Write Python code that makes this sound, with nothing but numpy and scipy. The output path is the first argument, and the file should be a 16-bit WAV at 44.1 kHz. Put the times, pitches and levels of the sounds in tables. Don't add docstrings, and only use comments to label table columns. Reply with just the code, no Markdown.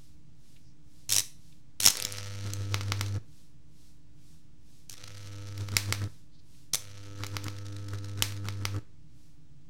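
import sys
import numpy as np
from scipy import signal
from scipy.fft import rfft, irfft
from scipy.io import wavfile
from scipy.ndimage import uniform_filter1d

SR = 44100
rng = np.random.default_rng(int(sys.argv[2]) if len(sys.argv) > 2 else 0)


def dump(signal):
    limited = np.clip(np.atleast_2d(signal).T, -1, 1)
    pcm = np.round(limited * 32767).astype(np.int16)
    wavfile.write(sys.argv[1], SR, pcm)


N = 427329
TIME = np.arange(N) / SR
HALF_CYCLE_HZ, FIRST_ZERO_CYCLES = 100.148, .2936
CYCLE = HALF_CYCLE_HZ * TIME - FIRST_ZERO_CYCLES + 1


def undb(db):
    return 10 ** (np.asarray(db) / 20)


def unit(x):
    return x / np.sqrt(np.mean(x ** 2))


def walk(rate_hz):
    hold = int(SR / rate_hz)
    steps = np.repeat(rng.standard_normal(N // hold + 1), hold)
    return 0.95 * uniform_filter1d(steps, hold)[:N]


def response(spectrum, size=2048):
    hz, db = np.transpose(spectrum)
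    freq_hz = np.maximum(np.fft.rfftfreq(size, 1 / SR), 1)
    level_db = np.interp(np.log(freq_hz), np.log(hz), db)
    cepstrum = irfft(np.log(undb(level_db)))
    cepstrum[1:size // 2] *= 2
    cepstrum[size // 2 + 1:] = 0
    return irfft(np.exp(rfft(cepstrum)))


def through(x, ring):
    return signal.oaconvolve(x, ring)[:N]


def noise(spectrum):
    return unit(through(rng.standard_normal(N), response(spectrum, size=8192)))


def band(x, hz, width_hz):
    b, a = signal.iirpeak(hz, hz / width_hz, fs=SR)
    return signal.lfilter(b, a, x)


def pulses(times_s, sizes):
    out = np.zeros(N)
    place = np.asarray(times_s)[:, None] * SR
    taps = np.floor(place).astype(int) + np.arange(-7, 9)
    shape = np.sinc(taps - place) * np.sinc((taps - place) / 8)
    np.add.at(out, np.clip(taps, 0, N - 1), shape * np.asarray(sizes)[:, None])
    return out


def bells(rows):
    out = np.zeros(N)
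    for middle_s, db, sigma_ms in rows:
        sigma_s = sigma_ms / 1000
        first = max(0, int((middle_s - 4 * sigma_s) * SR))
        near = slice(first, int((middle_s + 4 * sigma_s) * SR))
        out[near] += undb(db) * np.exp(-((TIME[near] - middle_s) / sigma_s) ** 2 / 2)
    return out


def between(start_s, end_s, fade_s=0.0083):
    return np.clip(np.minimum(TIME - start_s, end_s - TIME) / fade_s + .5, 0, 1)


def cycle_scatter(spread_db):
    gains = undb(spread_db * rng.standard_normal(int(CYCLE[-1]) + 1))
    return gains[CYCLE.astype(int)]


# (lights [s], breaks [s], final hum before surges [dB], growth exponent [-], growl sets in [s],
#          growl [dB], first buzz [dB], buzz fade [dB/s], sizzle [dB])
FLAMES = [(1.967, 3.183, -33, 0.7, 2.41, -54.5, -45.5, 17, -47),
          (4.976, 6.078, -37, 0.66, 5.28, -55.5, -58, 5.5, -50.5),
          (6.75, 8.791, -36.5, .62, 7.05, -52.5, -58.5, 6, -53.5)]
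# (middle [s], swell [dB], relative sputter [dB])
FLAME_SURGES = [(2.472, 4, -42), (2.61, 4, -58), (2.735, 5.5, -69), (2.902, 3.5, -49), (3.01, 1.5, -52),
                (3.165, 3, -47), (5.614, 7.5, -44.5), (5.743, 5.5, -38.5), (5.901, 7.5, -43),
                (6.033, 7, -41), (7.22, 7, -45), (7.345, 7.5, -47), (7.47, 5.5, -41.5), (7.946, 4.5, -40),
                (8.198, 3, -38), (8.47, 1.5, -42.5), (8.63, 2, -47), (8.766, 5, -41)]
# (start [s], end [s], first jet [dB], last jet [dB], hum [dB],
#                                  frying [dB], frying decay [s])
LEAF_BOILS = [(1.091, 1.211, -26, -22, -46, -43, .02), (1.8, 1.887, -28, -17.5, -48, -32, 0.2),
              (4.892, 4.939, -47.5, -42, -60, -48, 0.115), (6.732, 6.756, -23.5, -17.5, -48, -60, 0.15)]


def arc_gains(surge_sigma_s=0.021, growl_rise_s=0.089, burn_db=-15, stretch_s=0.028,
              surge_to_growl=0.46, surge_to_sizzle=0.94, stretch_growl_db=8, stretch_buzz_db=-13):
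    swell_db = sum(db * np.exp(-((TIME - s) / surge_sigma_s) ** 2 / 2) for s, db, _ in FLAME_SURGES)
    hum, growl, buzz, sizzling = np.zeros((4, N))
    for (lights_s, breaks_s, hum_db, growth, growls_s,
         growl_db, buzz_db, fade_db_per_s, sizzle_db) in FLAMES:
        lit = between(lights_s, breaks_s)
        age_s = np.clip(TIME - lights_s, 0, breaks_s - lights_s)
        size = undb(hum_db) * (age_s / (breaks_s - lights_s)) ** growth
        long_flame = (1 + np.tanh((TIME - growls_s) / growl_rise_s)) / 2
        stretch = np.exp(-np.abs(breaks_s - TIME) / stretch_s)
        hum += lit * size * undb(swell_db)
        growl_level_db = growl_db + surge_to_growl * swell_db + stretch_growl_db * stretch
        growl += lit * long_flame * undb(growl_level_db)
        buzz += lit * undb(buzz_db - fade_db_per_s * age_s + stretch_buzz_db * stretch)
        burning = np.hypot(undb(sizzle_db), undb(burn_db) * size)
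        sizzling += lit * burning * undb(surge_to_sizzle * swell_db + stretch_buzz_db * stretch)
    for start_s, end_s, _, _, hum_db, frying_db, dry_s in LEAF_BOILS:
        hum += undb(hum_db) * between(start_s, end_s)
        frying = undb(frying_db) * (TIME > start_s) * np.exp(-np.abs(TIME - end_s) / dry_s)
        sizzling = np.hypot(sizzling, frying)
    return hum, growl, buzz, sizzling


def flame(hum, growl, octave_db=-21, twelfth_db=-1.5, double_octave_db=-11,
          churn_db=-13, roar_db=-17, restless_db=-33):
    turn = 2 * np.pi * (HALF_CYCLE_HZ * TIME - FIRST_ZERO_CYCLES)
    overtones = [(2, hum * undb(octave_db)),
                 (3, growl * undb(twelfth_db)),
                 (4, growl * undb(double_octave_db))]
    tone = hum * np.cos(turn)
    for harmonic, gain in overtones:
        tone += gain * undb(2.5 * walk(20)) * np.cos(harmonic * turn)
    flutter = unit(band(band(rng.standard_normal(N), 310, 300), 310, 300))
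    restless = hum ** 4 / (hum ** 4 + undb(restless_db) ** 4)
    flutter_gain = undb(churn_db) * growl + undb(roar_db) * restless * hum
    return -np.sqrt(2) * tone + flutter_gain * flutter


# (frequency [Hz], level [dB])
SNAP_SPECTRUM = [(160, -19), (360, -4), (530, 10.5), (780, -12), (900, -3.5), (1040, -14.5), (1310, 4),
                 (1600, -6), (1900, 0), (2900, -0.5), (4200, -3), (5000, -10.5), (5900, 0), (8300, -19),
                 (16000, -27)]
# (frequency [Hz], level [dB])
RASP_SPECTRUM = [(250, -24), (500, 11.5), (750, -25.5), (900, -2), (1050, -18.5), (1300, 7.5), (1500, -6.5),
                 (1750, 0), (2400, -13.5), (8000, -45.5)]
# (frequency [Hz], level [dB])
FRYING_SPECTRUM = [(250, -8.5), (850, -11), (1400, -5.5), (2200, -5.5), (3100, -7.5), (4100, -2),
                   (4900, -4), (5800, -2.5), (7000, -9.5), (8600, -12), (10500, -16), (16000, -28)]


def restrikes(buzz, growl, strike_db=2.5, spray_db=-8.0, rasp_db=-7, fierce_db=-45,
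              scatter_db=1.4, jitter_s=.000018):
    times_s = (np.arange(int(N / SR * HALF_CYCLE_HZ)) + FIRST_ZERO_CYCLES) / HALF_CYCLE_HZ
    late, size = rng.standard_normal((len(times_s), 2)).T
    kicks = pulses(times_s + jitter_s * late, -undb(scatter_db * size))
    spray_rows = [(s + .0005, 2 * z, .5) for s, z in zip(times_s, size)]
    spray = unit(bells(spray_rows) * noise(FRYING_SPECTRUM))
    fierce = np.sqrt(1 + (buzz / undb(fierce_db)) ** 2)
    snaps = unit(through(kicks, response(SNAP_SPECTRUM))) / fierce
    strikes = snaps + undb(spray_db) * fierce * spray
    rasp = unit(through(kicks, response(RASP_SPECTRUM)))
    return buzz * undb(strike_db) * strikes + growl * undb(rasp_db) * rasp


# (frequency [Hz], level [dB])
SPUTTER_SPECTRUM = [(25, -5), (100, 15.5), (300, 9), (700, -6.5), (1300, 3.5), (2600, -10), (5000, -11.5),
                    (8000, -15), (16000, -29)]


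def flares(scatter_db=3, sputter_db=2, sigma_s=.014, lead_s=0.0068):
    rows = [(s - lead_s, db + sputter_db, 1000 * sigma_s) for s, _, db in FLAME_SURGES]
    pulsing = np.sin(np.pi * CYCLE) ** 2 * cycle_scatter(scatter_db)
    return bells(rows) * pulsing * noise(SPUTTER_SPECTRUM)


def sizzle(gain, frying_db=-6, ticking_db=-12, uneven_db=7.5, ticks_per_s=70):
    pulsing = .15 + cycle_scatter(uneven_db) * np.sin(np.pi * CYCLE) ** 4
    hiss = unit(noise(FRYING_SPECTRUM) * pulsing)
    chance = rng.random(N)
    size = np.minimum(rng.exponential(size=N), 3.5)
    clicks = (chance < ticks_per_s / SR) * undb(4 * size)
    ticks = unit(through(clicks, response(FRYING_SPECTRUM)))
    return gain * (undb(frying_db) * hiss + undb(ticking_db) * ticks)


# (middle [s], level [dB], sigma [ms])
SAP_BURSTS = [(1.093, -29.5, 0.63), (1.1243, -18.5, 2), (1.1648, -18, 1.75), (1.1842, -16, 1.1),
              (1.8039, -13, 0.18), (1.8545, -14.5, 1.1), (1.8625, -10, 1.7), (1.8742, -9.5, 0.74),
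              (1.905, -22.5, 2.8), (1.9712, -23.5, 0.69), (2.0009, -18.5, 0.22), (2.0244, -20, 0.26),
              (2.0513, -20.5, 1.04), (2.1236, -25, 0.34), (2.173, -36.5, 0.8), (2.5358, -24, .6),
              (4.8972, -34, 1.1)]
# (frequency [Hz], level [dB])
SAP_SPECTRUM = [(200, -8), (750, -14), (1400, -12.5), (2700, -5), (4100, 0), (4750, -3.5), (5450, 5),
                (7500, -0.5), (10500, -3.5), (16000, -14)]


def spits(jet_phase_cycles=.35, jet_sigma_cycles=0.19, jet_scatter_db=2):
    boiling = np.zeros(N)
    for start_s, end_s, first_db, last_db, *_ in LEAF_BOILS:
        jet_db = np.interp(TIME, [start_s, end_s], [first_db, last_db])
        boiling += between(start_s, end_s, .002) * undb(jet_db)
    jets = np.exp(-((CYCLE % 1 - jet_phase_cycles) / jet_sigma_cycles) ** 2 / 2)
    jets *= cycle_scatter(jet_scatter_db)
    return np.hypot(boiling * jets, bells(SAP_BURSTS)) * noise(SAP_SPECTRUM)


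# (time [s], level [dB], sharpness: share of shock front against round puff [0-1])
LEAF_CRACKS = [(1.874, -2, 0.089), (2.7438, -1.5, 0.21), (2.81, -14, 0.057), (2.9207, -2.5, 0.13),
               (3.011, -2.5, 0.39), (5.5785, -18.5, 0.57), (5.6874, -17, 0.23), (5.7675, 9, 0.64),
               (5.925, 2.5, 0.47), (6.7456, -10, 0.21), (7.2362, -11, 0.12), (7.2454, -16.5, 0.33),
               (7.2662, -13.5, 0.75), (7.3676, -6.5, 0.27), (7.442, -17.5, 0.87), (7.483, -13, 0.26),
               (8.2234, 8, .65), (8.323, -18.5, 0.37), (8.4861, -9, 0.26), (8.6536, -2, 0.35)]
# (frequency [Hz], level [dB])
PUFF_SPECTRUM = [(25, -8.5), (100, 9.5), (400, -2), (1100, 4), (2400, 2.5), (4000, 0.5), (6000, -1.5),
                 (9000, -20.5), (16000, -22)]
# (frequency [Hz], level [dB])
SHOCK_SPECTRUM = [(100, -38), (600, -15), (1500, 6.5), (3000, 4.5), (4200, 9), (5500, 8.5), (8000, 5),
                  (11000, -0.5), (14000, -3), (16000, -8)]


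def cracks(front_db=-4, shatter_db=-12.5, all_round_db=3):
    times_s, db, sharp = np.transpose(LEAF_CRACKS)
    sharp = np.clip(sharp, .01, 1)
    puff, shock = response(PUFF_SPECTRUM), response(SHOCK_SPECTRUM)
    puffs = through(pulses(times_s, undb(db) * (1 - sharp)), puff / puff.max())
    fronts = through(pulses(times_s, undb(db + front_db) * sharp), shock / shock.max())
    crackle_db = db + 20 * np.log10(sharp)
    crackle = bells([(s + .0005, level_db, .3) for s, level_db in zip(times_s, crackle_db)])
    direct = puffs + fronts + undb(shatter_db) * crackle * noise(SHOCK_SPECTRUM)
    return direct, puffs + undb(all_round_db) * fronts


# (delay [ms], gain [-])
DESK_PATHS = [(0, 0.73), (.87, 0.15), (1.2, -.22), (2.32, 0.23)]


def desk(x):
    out = np.zeros(N)
    for delay_ms, gain in DESK_PATHS:
        lag = int(abs(delay_ms) * SR / 1000)
        out[lag:] += gain * x[:N - lag]
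    return out


# (middle [s], level [dB], centre [Hz], sigma [ms])
PROBE_SCUFFS = [(.5671, -62, 2740, 5.4), (.675, -72, 5440, 39), (1.5272, -61.5, 3000, 3),
                (6.352, -68, 4220, 19.5), (6.397, -64.5, 4360, 6.7), (6.55, -68.5, 2800, 5.4)]


def handling(width_hz=1700):
    scuff = rng.standard_normal(N)
    out = np.zeros(N)
    for middle_s, db, hz, sigma_ms in PROBE_SCUFFS:
        rub = unit(band(band(scuff, hz, width_hz), hz, width_hz))
        out += bells([(middle_s, db, sigma_ms)]) * rub
    return out


# (frequency [Hz], level [dB], waver [dB])
IDLE_HUM = [(157, -71, 3), (300.45, -70.5, 1.5), (15622, -95, 1)]
# (first swell [s], last swell [s], level [dB])
HISS_SWELLS = [(.03, 1.48, -66.5), (3.382, 5.68, -66), (6.12, 6.57, -65), (9.24, 9.24, -70)]
# (frequency [Hz], level [dB])
HISS_SPECTRUM = [(500, -15.5), (2000, -10.5), (3600, -3), (5500, -1), (8000, -4.5), (11000, -8),
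                 (16000, -16)]
# (frequency [Hz], level [dB])
ROOM_SPECTRUM = [(22, -6), (58, 1.5), (105, -3.5), (155, 2.5), (190, -10), (270, -12.5), (400, -22.5),
                 (700, -29), (1500, -33), (6000, -34.5), (9500, -41), (16000, -79)]


def background(swell_sigma_ms=82, swell_every_s=.48, room_tone_db=-58):
    hum = np.zeros(N)
    for hz, db, waver_db in IDLE_HUM:
        level = np.sqrt(2) * undb(db + waver_db * walk(8))
        hum += level * np.sin(2 * np.pi * hz * TIME + waver_db * walk(8) / 4)
    swells = []
    for first_s, last_s, db in HISS_SWELLS:
        count = round((last_s - first_s) / swell_every_s) + 1
        swells += [(s, db, swell_sigma_ms) for s in np.linspace(first_s, last_s, count)]
    room_tone = noise(ROOM_SPECTRUM) * undb(room_tone_db)
    return room_tone + hum + bells(swells) * noise(HISS_SPECTRUM)


def room(x, reverb_db=-13, low_t60_s=.38, high_t60_s=0.3):
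    t = TIME[:SR // 2]
    highpass = signal.butter(2, 280, "high", fs=SR, output="sos")
    scatter = signal.sosfilt(highpass, rng.standard_normal(len(t)))
    low = signal.sosfilt(signal.butter(1, 2500, fs=SR, output="sos"), scatter)
    tail = low * 1000 ** (-t / low_t60_s) + (scatter - low) * 1000 ** (-t / high_t60_s)
    tail *= t > .003
    return undb(reverb_db) * through(x, tail / np.sqrt(np.sum(tail ** 2)))


def scene(room_mode_db=-10.5, spread_db=0.5):
    hum, growl, buzz, sizzling = arc_gains()
    body = flame(hum, growl)
    room_mode = band(body, 108, 5)
    near = body + restrikes(buzz, growl) + sizzle(sizzling) + spits() + flares() + handling()
    bangs, spread = cracks()
    echo = room(near + undb(spread_db) * spread)
    return (near + undb(room_mode_db) * room_mode + desk(bangs) + echo + background())[None]


def record(dry, offset=.007, top_hz=16100):
    lowpass = signal.ellip(10, .2, 80, top_hz, fs=SR, output="sos")
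    return signal.sosfilt(lowpass, np.tanh(dry)) + offset


dry = scene()
out = record(dry)
dump(out)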